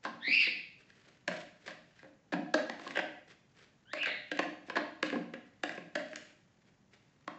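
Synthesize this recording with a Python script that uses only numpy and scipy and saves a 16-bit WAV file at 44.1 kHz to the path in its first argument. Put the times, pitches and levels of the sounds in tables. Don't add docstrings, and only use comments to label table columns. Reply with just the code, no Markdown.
import sys
import numpy as np
from scipy import signal
from scipy.fft import rfft, irfft, next_fast_len
from scipy.io import wavfile
from scipy.ndimage import map_coordinates

SR = 44100
rng = np.random.default_rng(int(sys.argv[2]) if len(sys.argv) > 2 else 0)


def dump(signal):
    limited = np.clip(np.atleast_2d(signal).T, -1, 1)
    pcm = np.round(limited * 32767).astype(np.int16)
    wavfile.write(sys.argv[1], SR, pcm)


N = 325545

# [t/s, drag/s, level/dB, tilt/dB per register, hollow mids/dB, wall height 0-1]
KNOCK_CUES = [(.05, .016, -36.5, 0, 7.5, 0), (1.279, 0.0046, -32, 0.67, -3, 1),
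              (1.678, 0.011, -43, 1.5, 0, 0.4), (2.325, 0.0091, -34.5, -1.5, -4.5, 0.32),
              (2.5418, 0.0043, -25, -0.5, -3, 0.66), (2.698, 0.0017, -38.5, 0, 1, 0.7),
              (2.7961, .002, -48, -2, 1.5, 0.35), (2.864, 0.013, -48, -4.5, 11, .5),
              (3.934, 0.0043, -38, 1.5, 2, 1), (4.316, 0.0033, -34.5, 0.5, -11, 0.17),
              (4.3918, 0.0051, -29, -1, 2, .05), (4.699, 0.007, -39, 0.5, 3, 0),
              (4.767, 0.0088, -31, 0, 6, 0), (5.029, 0.0023, -30, 0.26, -0.5, .05),
              (5.157, .004, -41.5, -5, 4.5, 0), (5.6358, 0.0034, -33, 0.5, -2, 0.12),
              (5.9547, 0.0049, -32.5, 0.1, -6, 1), (7.278, 0.0022, -42.5, -1, 9, 0.43)]
# [t/s, level/dB, tilt/dB per register]
THUD_CUES = [(.278, -46.5, -2.5), (.471, -43.5, 1), (1.07, -64, 0), (2.03, -51, 3), (2.336, -27.5, 1.5),
             (4.684, -50, -0.5), (5.1276, -32.5, 0), (5.142, -39, -1), (5.337, -43, -1.5),
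             (5.7773, -39.5, 2)]
# [t/s, drag/s, level/dB, tilt/dB per register]
CLICK_CUES = [(.903, 0.0036, -62.5, 5.5), (1.706, 0.0078, -51.5, 5), (1.991, 0.0075, -59.5, 4.5),
              (2.877, 0.0021, -58.5, 12.5), (2.908, 0.0049, -45, 3), (4.032, .005, -36, 1),
              (4.059, 0.0072, -34.5, 2.5), (4.373, 0.0044, -48, 4.5), (5.102, 0.0017, -38.5, -0.5),
              (5.338, 0.005, -44, 1), (5.694, 0.0016, -33.5, -2), (6.1321, 0.0011, -40.5, -5),
              (6.1594, 0.0019, -51.5, 11)]
# [t/s, drag/s, level/dB, tilt/dB per register]
SCRAPE_CUES = [(2.043, 0.014, -55.5, -5), (2.958, 0.011, -38, 3), (2.972, 0.0039, -30.5, 0.5),
               (2.99, 0.0073, -32, 1), (4.068, 0.017, -37.5, 1), (4.426, 0.0073, -41.5, 2.5),
               (4.757, 0.016, -33, 1)]
# [low f/Hz, high f/Hz]
REGISTER_EDGES = [(165, 430), (430, 850), (850, 1300), (1300, 2800), (2800, 8000)]
KNOCK_EQ = (-6, -2, -4.5, 0, -8.5)
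SLIDE_EQ = (-21.5, -1.5, -15, -2, -16.5)
THUD_EQ = (-1, -3.5, -11, -9.5, -24.5)
CLICK_EQ = (-22.5, -16.5, -17.5, -1, -14)
SCRAPE_EQ = (-12.5, -2, -8.5, 0.5, -15)
# [f/Hz, width/Hz, level/dB]
BOWL_MODES = [(178, 97, -6.5), (300, 60, 3.5), (535.3, 64, 1), (594, 57, -2), (701, 80, -6),
              (1062.5, 86, -1.5), (1642, 150, -0.5), (1924, 230, -4), (2500, 640, -9.5),
              (4180, 2400, -10.5), (7040, 740, -14)]
MODE_HEIGHT_DB = (-2, 0, -13, 14, -18, 1, 0, 2, -4.5, -1, 5.5)
# [t/s, f/Hz, relative level/dB, roughness]
LONG_GLIDE = [(.205, 1610, -63.5, 0.32), (.235, 1810, -43, .5), (.295, 2218, -33.5, .6),
              (.345, 2526, -27, 0.61), (.385, 2618, -30.5, 0.59), (.425, 2484, -26.5, 0.69),
              (.475, 2175, -37, 1), (.54, 2476, -50, 0.73), (.61, 2437, -52.5, 0.8)]
SHORT_GLIDE = [(3.855, 1430, -67, 0.097), (3.89, 1564, -54.5, 0.197), (3.965, 2247, -43.5, .8),
               (4.02, 2670, -35, .5), (4.055, 2500, -35, .8), (4.09, 2038, -36, .9),
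               (4.2, 2006, -42.5, 0.4), (4.245, 1990, -71, 0.25)]
CHOKED_GLIDE = [(2.95, 2707, -48, 1.04), (2.975, 2764, -41, .9), (3.03, 2700, -60, 1.2),
                (3.09, 2570, -74, 0.97)]
# [f/Hz, gain/dB]
SQUEAL_EQ = [(600, -35), (1250, -11.5), (1600, -7), (2100, -3.5), (2500, -1.5), (2950, 1.5), (3250, 4),
             (3700, 0), (4700, -3), (5150, -11), (5550, -19.5), (6200, -21.5), (7800, -24)]
# [peak t/s, half-length/s, relative level/dB]
SQUELCH_CUES = [(0.046, .022, -54.5), (0.806, 0.032, -58), (1.022, 0.3, -65), (1.373, .12, -50),
                (1.678, 0.1, -55), (1.972, 0.17, -67.5), (2.881, 0.15, -54), (3.304, 0.045, -55.5),
                (3.616, .1, -59.5), (4.69, .05, -59), (5.06, 0.045, -46.5), (5.718, 0.13, -55.5),
                (6.147, 0.26, -56.5), (6.677, .04, -67.5), (6.943, 0.047, -62)]
# [f/Hz, gain/dB]
SHRED_EQ = [(150, -20), (400, 4.5), (900, -10.5), (1700, 2), (3000, -4), (5000, -9), (8000, -17.5)]
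# [f/Hz, T60/s]
REVERB_DECAY = [(120, 0.5), (320, 0.53), (840, 0.53), (2200, 0.55), (6000, 0.57)]
# [f/Hz, gain/dB]
REVERB_EQ = [(120, 2.5), (300, -0.5), (410, -5.5), (600, -0.5), (850, -2), (1100, -3.5), (1700, -4),
             (2800, -1.5), (7000, -6)]
# [f/Hz, width/Hz, lift/dB]
REVERB_PEAKS = [(170, 24, 9), (185, 11, 5.5), (236, 8, 14.5), (294, 60, 5), (619.5, 18, 8.5),
                (721, 18, 9.5)]
# [f/Hz, gain/dB]
ROOM_TONE_EQ = [(18, -42.5), (30, -15.5), (90, -9.5), (119, -1), (209, -3), (240, -6.5), (484, -16),
                (544, -15.5), (999, -19), (3220, -34.5), (3530, -35), (7120, -28.5), (8000, -52.5),
                (10400, -72.5), (17600, -120)]

SLIDE_AFTER_S, SLIDE_DRAG_S, SLIDE_LOSS_DB, FOOD_STOPS_DB = .035, .021, 5, 13.5
THUD_DRAG_S, BOTTOM_THUMP_DB = .004, 3
THUD_HEIGHT, CLICK_HEIGHT, SCRAPE_HEIGHT = .063, .66, .45


def spoon_hits(scrape_drag_s=.0024, lead_in_s=.0014, soft_hz=10000, hard_db=9):
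    size, blow_at, level_span = 4096, 200, .01 * SR
    t, hz = (np.arange(size) - blow_at) / SR, np.fft.rfftfreq(size, 1 / SR)
    filters = [signal.butter(3, edges, "bandpass", fs=SR, output="sos") for edges in REGISTER_EDGES]
    bands = [signal.sosfreqz(sos, hz, fs=SR)[1] for sos in filters]
    track = np.zeros(N)
    for onset, drag, height, levels in contacts():
        glancing = drag / scrape_drag_s
        pressure = np.exp(np.minimum(t / lead_in_s, -t / max(drag, 1e-4)))
        grit = pressure * rng.standard_normal(size) * np.exp(.5 * wobble(1500, size))
        force = glancing * grit / np.linalg.norm(grit)
        force[blow_at] += 1
        *_, clack_db, tick_db = levels
        softness = min(glancing / 2 + amp(clack_db - tick_db - hard_db), 4)
        ring = rfft(force) * bowl(hz, height) / (1 + 1j * softness * hz / soft_hz) ** 2
        hit = 0
        for band, db in zip(bands, levels):
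            layer = irfft(ring * band)
            hit = hit + amp(db) * layer * np.sqrt(level_span) / np.linalg.norm(layer)
        add(track, onset + t[0], kitchen(hit))
    return track


def contacts(hollow_hz=1020, hollow_octaves=.3):
    steps = np.arange(len(REGISTER_EDGES)) - len(REGISTER_EDGES) // 2
    hollow = np.exp(-(np.log2(np.mean(REGISTER_EDGES, axis=1) / hollow_hz) / hollow_octaves) ** 2)
    colour = lambda eq, db, tilt: db + np.array(eq) + tilt * steps
    cues = []
    for t, drag, db, tilt, hollow_db, height in KNOCK_CUES:
        thump = BOTTOM_THUMP_DB * (.5 - height) * (steps == steps[0])
        cues.append((t, drag, height, colour(KNOCK_EQ, db, tilt) + hollow_db * hollow + thump))
        slide_db = db - SLIDE_LOSS_DB - FOOD_STOPS_DB * (1 - height)
        cues.append((t + SLIDE_AFTER_S, SLIDE_DRAG_S, height, colour(SLIDE_EQ, slide_db, tilt)))
    cues += [(t, THUD_DRAG_S, THUD_HEIGHT, colour(THUD_EQ, db, tilt)) for t, db, tilt in THUD_CUES]
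    cues += [(t, drag, CLICK_HEIGHT, colour(CLICK_EQ, db, tilt)) for t, drag, db, tilt in CLICK_CUES]
    cues += [(t, drag, SCRAPE_HEIGHT, colour(SCRAPE_EQ, db, tilt)) for t, drag, db, tilt in SCRAPE_CUES]
    return cues


def bowl(hz, height, detune=.005, vary_db=1.53, contrast=1.43):
    chance = rng.standard_normal((len(BOWL_MODES), 2))
    power = 1e-10
    for (centre, width, db), height_db, (shift, gain) in zip(BOWL_MODES, MODE_HEIGHT_DB, chance):
        db = db + height_db * (height - .5) + vary_db * gain
        centre = centre * (1 + detune * shift)
        mode = hz * width / (centre ** 2 - hz ** 2 + 1j * hz * width)
        power = power + np.abs(amp(db) * mode) ** 2
    cepstrum = irfft(contrast * np.log(power) / 2)
    cepstrum[1:] *= 2
    cepstrum[len(cepstrum) // 2:] = 0
    return np.exp(rfft(cepstrum))


def wall_ring(pitch_hz=628, ring_db=-7.5, t60_s=.5, attack_s=.016, waver=.02, waver_hz=60,
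              flutter_db=2, food_damping_db=25):
    t, track = np.arange(SR // 2) / SR, np.zeros(N)
    for onset, _, db, _, _, height in KNOCK_CUES:
        phase = 2 * np.pi * np.cumsum(pitch_hz * (1 + waver * wobble(waver_hz, len(t)))) / SR
        level = db + ring_db - food_damping_db * (1 - height) + flutter_db * wobble(waver_hz, len(t))
        envelope = amp(level - 60 * t / t60_s) * (1 - np.exp(-t / attack_s))
        add(track, onset, envelope * np.sin(phase))
    return track


def squeal(glide, overtone_db, rasp_db, gain_db, damping_hz, flutter_db=2.5, grip_hz=600, scatter=.085):
    times, *curves = np.transpose(glide)
    t = np.arange(times[0], times[-1], 1 / SR)
    pitch, db, rough = (np.interp(t, times, curve) for curve in curves)
    tone = 0
    for point in (-1, 0, 1):
        bend = scatter * rough * (point + wobble(grip_hz, len(t)))
        phase = 2 * np.pi * np.cumsum(pitch * (1 + bend)) / SR
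        overtones = sum(amp(level) * np.sin(k * phase) for k, level in enumerate(overtone_db, 2))
        tone = tone + (np.sin(phase) + overtones) * amp(flutter_db * wobble(grip_hz / 2, len(t)))
    puffs = unit((1 + np.sin(phase)) * rng.standard_normal(len(t)))
    rasp = amp(rasp_db) * rough ** 2 * puffs
    track = np.zeros(N)
    add(track, times[0], kitchen(amp(db + gain_db) * (unit(tone) + rasp)))
    damping = lambda hz: 1 / np.sqrt(1 + (hz / damping_hz) ** 20)
    return filtered(track, lambda hz: amp(along(SQUEAL_EQ, hz)) * damping(hz))


def squelches(pops_per_s=1400, clump_db=4, churn_db=-77, gain_db=-2):
    t = np.arange(N) / SR
    power = amp(churn_db + 2 * wobble(6, N)) ** 2
    for peak, half_length, db in SQUELCH_CUES:
        near = np.abs(t - peak) < half_length
        power[near] += amp(db) ** 2 * np.cos(np.pi / 2 * (t[near] - peak) / half_length) ** 4
    pops = (rng.random(N) < pops_per_s / SR) * rng.standard_normal(N)
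    crackle = (unit(pops) + rng.standard_normal(N)) * amp(clump_db * wobble(110, N))
    shreds = unit(filtered(crackle, lambda hz: amp(along(SHRED_EQ, hz))))
    return kitchen(shreds * np.sqrt(power) * amp(gain_db))[:N]


def kitchen(x, predelay_s=.0028, build_s=.0045):
    size = int(.7 * SR)
    hz, t, noise = signal.stft(rng.standard_normal(size), SR, nperseg=256)
    fade = amp(-60 * t / along(REVERB_DECAY, hz)[:, None])
    fade /= np.sqrt(np.mean(fade ** 2, axis=1, keepdims=True) * size)
    tail = signal.istft(noise * fade, SR, nperseg=256)[1]
    lift = lambda f: sum(db / (1 + (2 * (f - centre) / width) ** 2) for centre, width, db in REVERB_PEAKS)
    echo = filtered(tail, lambda f: amp(along(REVERB_EQ, f) + lift(f)))
    echo *= 1 - np.exp(-np.maximum(np.arange(len(echo)) / SR - predelay_s, 0) / build_s)
    echo[0] += 1
    return signal.fftconvolve(x, echo)


def room_tone(level_db=-69):
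    return amp(level_db) * unit(filtered(rng.standard_normal(N), lambda hz: amp(along(ROOM_TONE_EQ, hz))))


def amp(db):
    return 10 ** (np.asarray(db) / 20)


def unit(x):
    return x / np.sqrt(np.mean(x ** 2) + 1e-20)


def along(points, hz):
    f, values = np.transpose(points)
    return np.interp(np.log(hz + 1), np.log(f + 1), values)


def filtered(x, response):
    size = next_fast_len(len(x) + 8192)
    return irfft(rfft(x, size) * response(np.fft.rfftfreq(size, 1 / SR)), size)[:len(x)]


def wobble(rate, size):
    knots = rng.standard_normal(size + 4)
    return map_coordinates(knots[:int(size * rate / SR) + 4], [np.arange(size) * rate / SR])


def add(track, onset_s, x):
    start = max(round(onset_s * SR), 0)
    track[start:start + len(x)] += x[:max(len(track) - start, 0)]


def scene():
    squeals = squeal(LONG_GLIDE, overtone_db=(-9, -20), rasp_db=-3.5, gain_db=4, damping_hz=8000)
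    squeals += squeal(SHORT_GLIDE, overtone_db=(-10, -22), rasp_db=-1, gain_db=-.5, damping_hz=4180)
    squeals += squeal(CHOKED_GLIDE, overtone_db=(-14, -24), rasp_db=6, gain_db=-4, damping_hz=4000)
    return (spoon_hits() + wall_ring() + squeals + squelches() + room_tone())[None]


def record(dry):
    cutoff_hz = 8050
    return filtered(dry[0], lambda hz: 1 / np.sqrt(1 + (hz / cutoff_hz) ** 120))[None]


dry = scene()
out = record(dry)
dump(out)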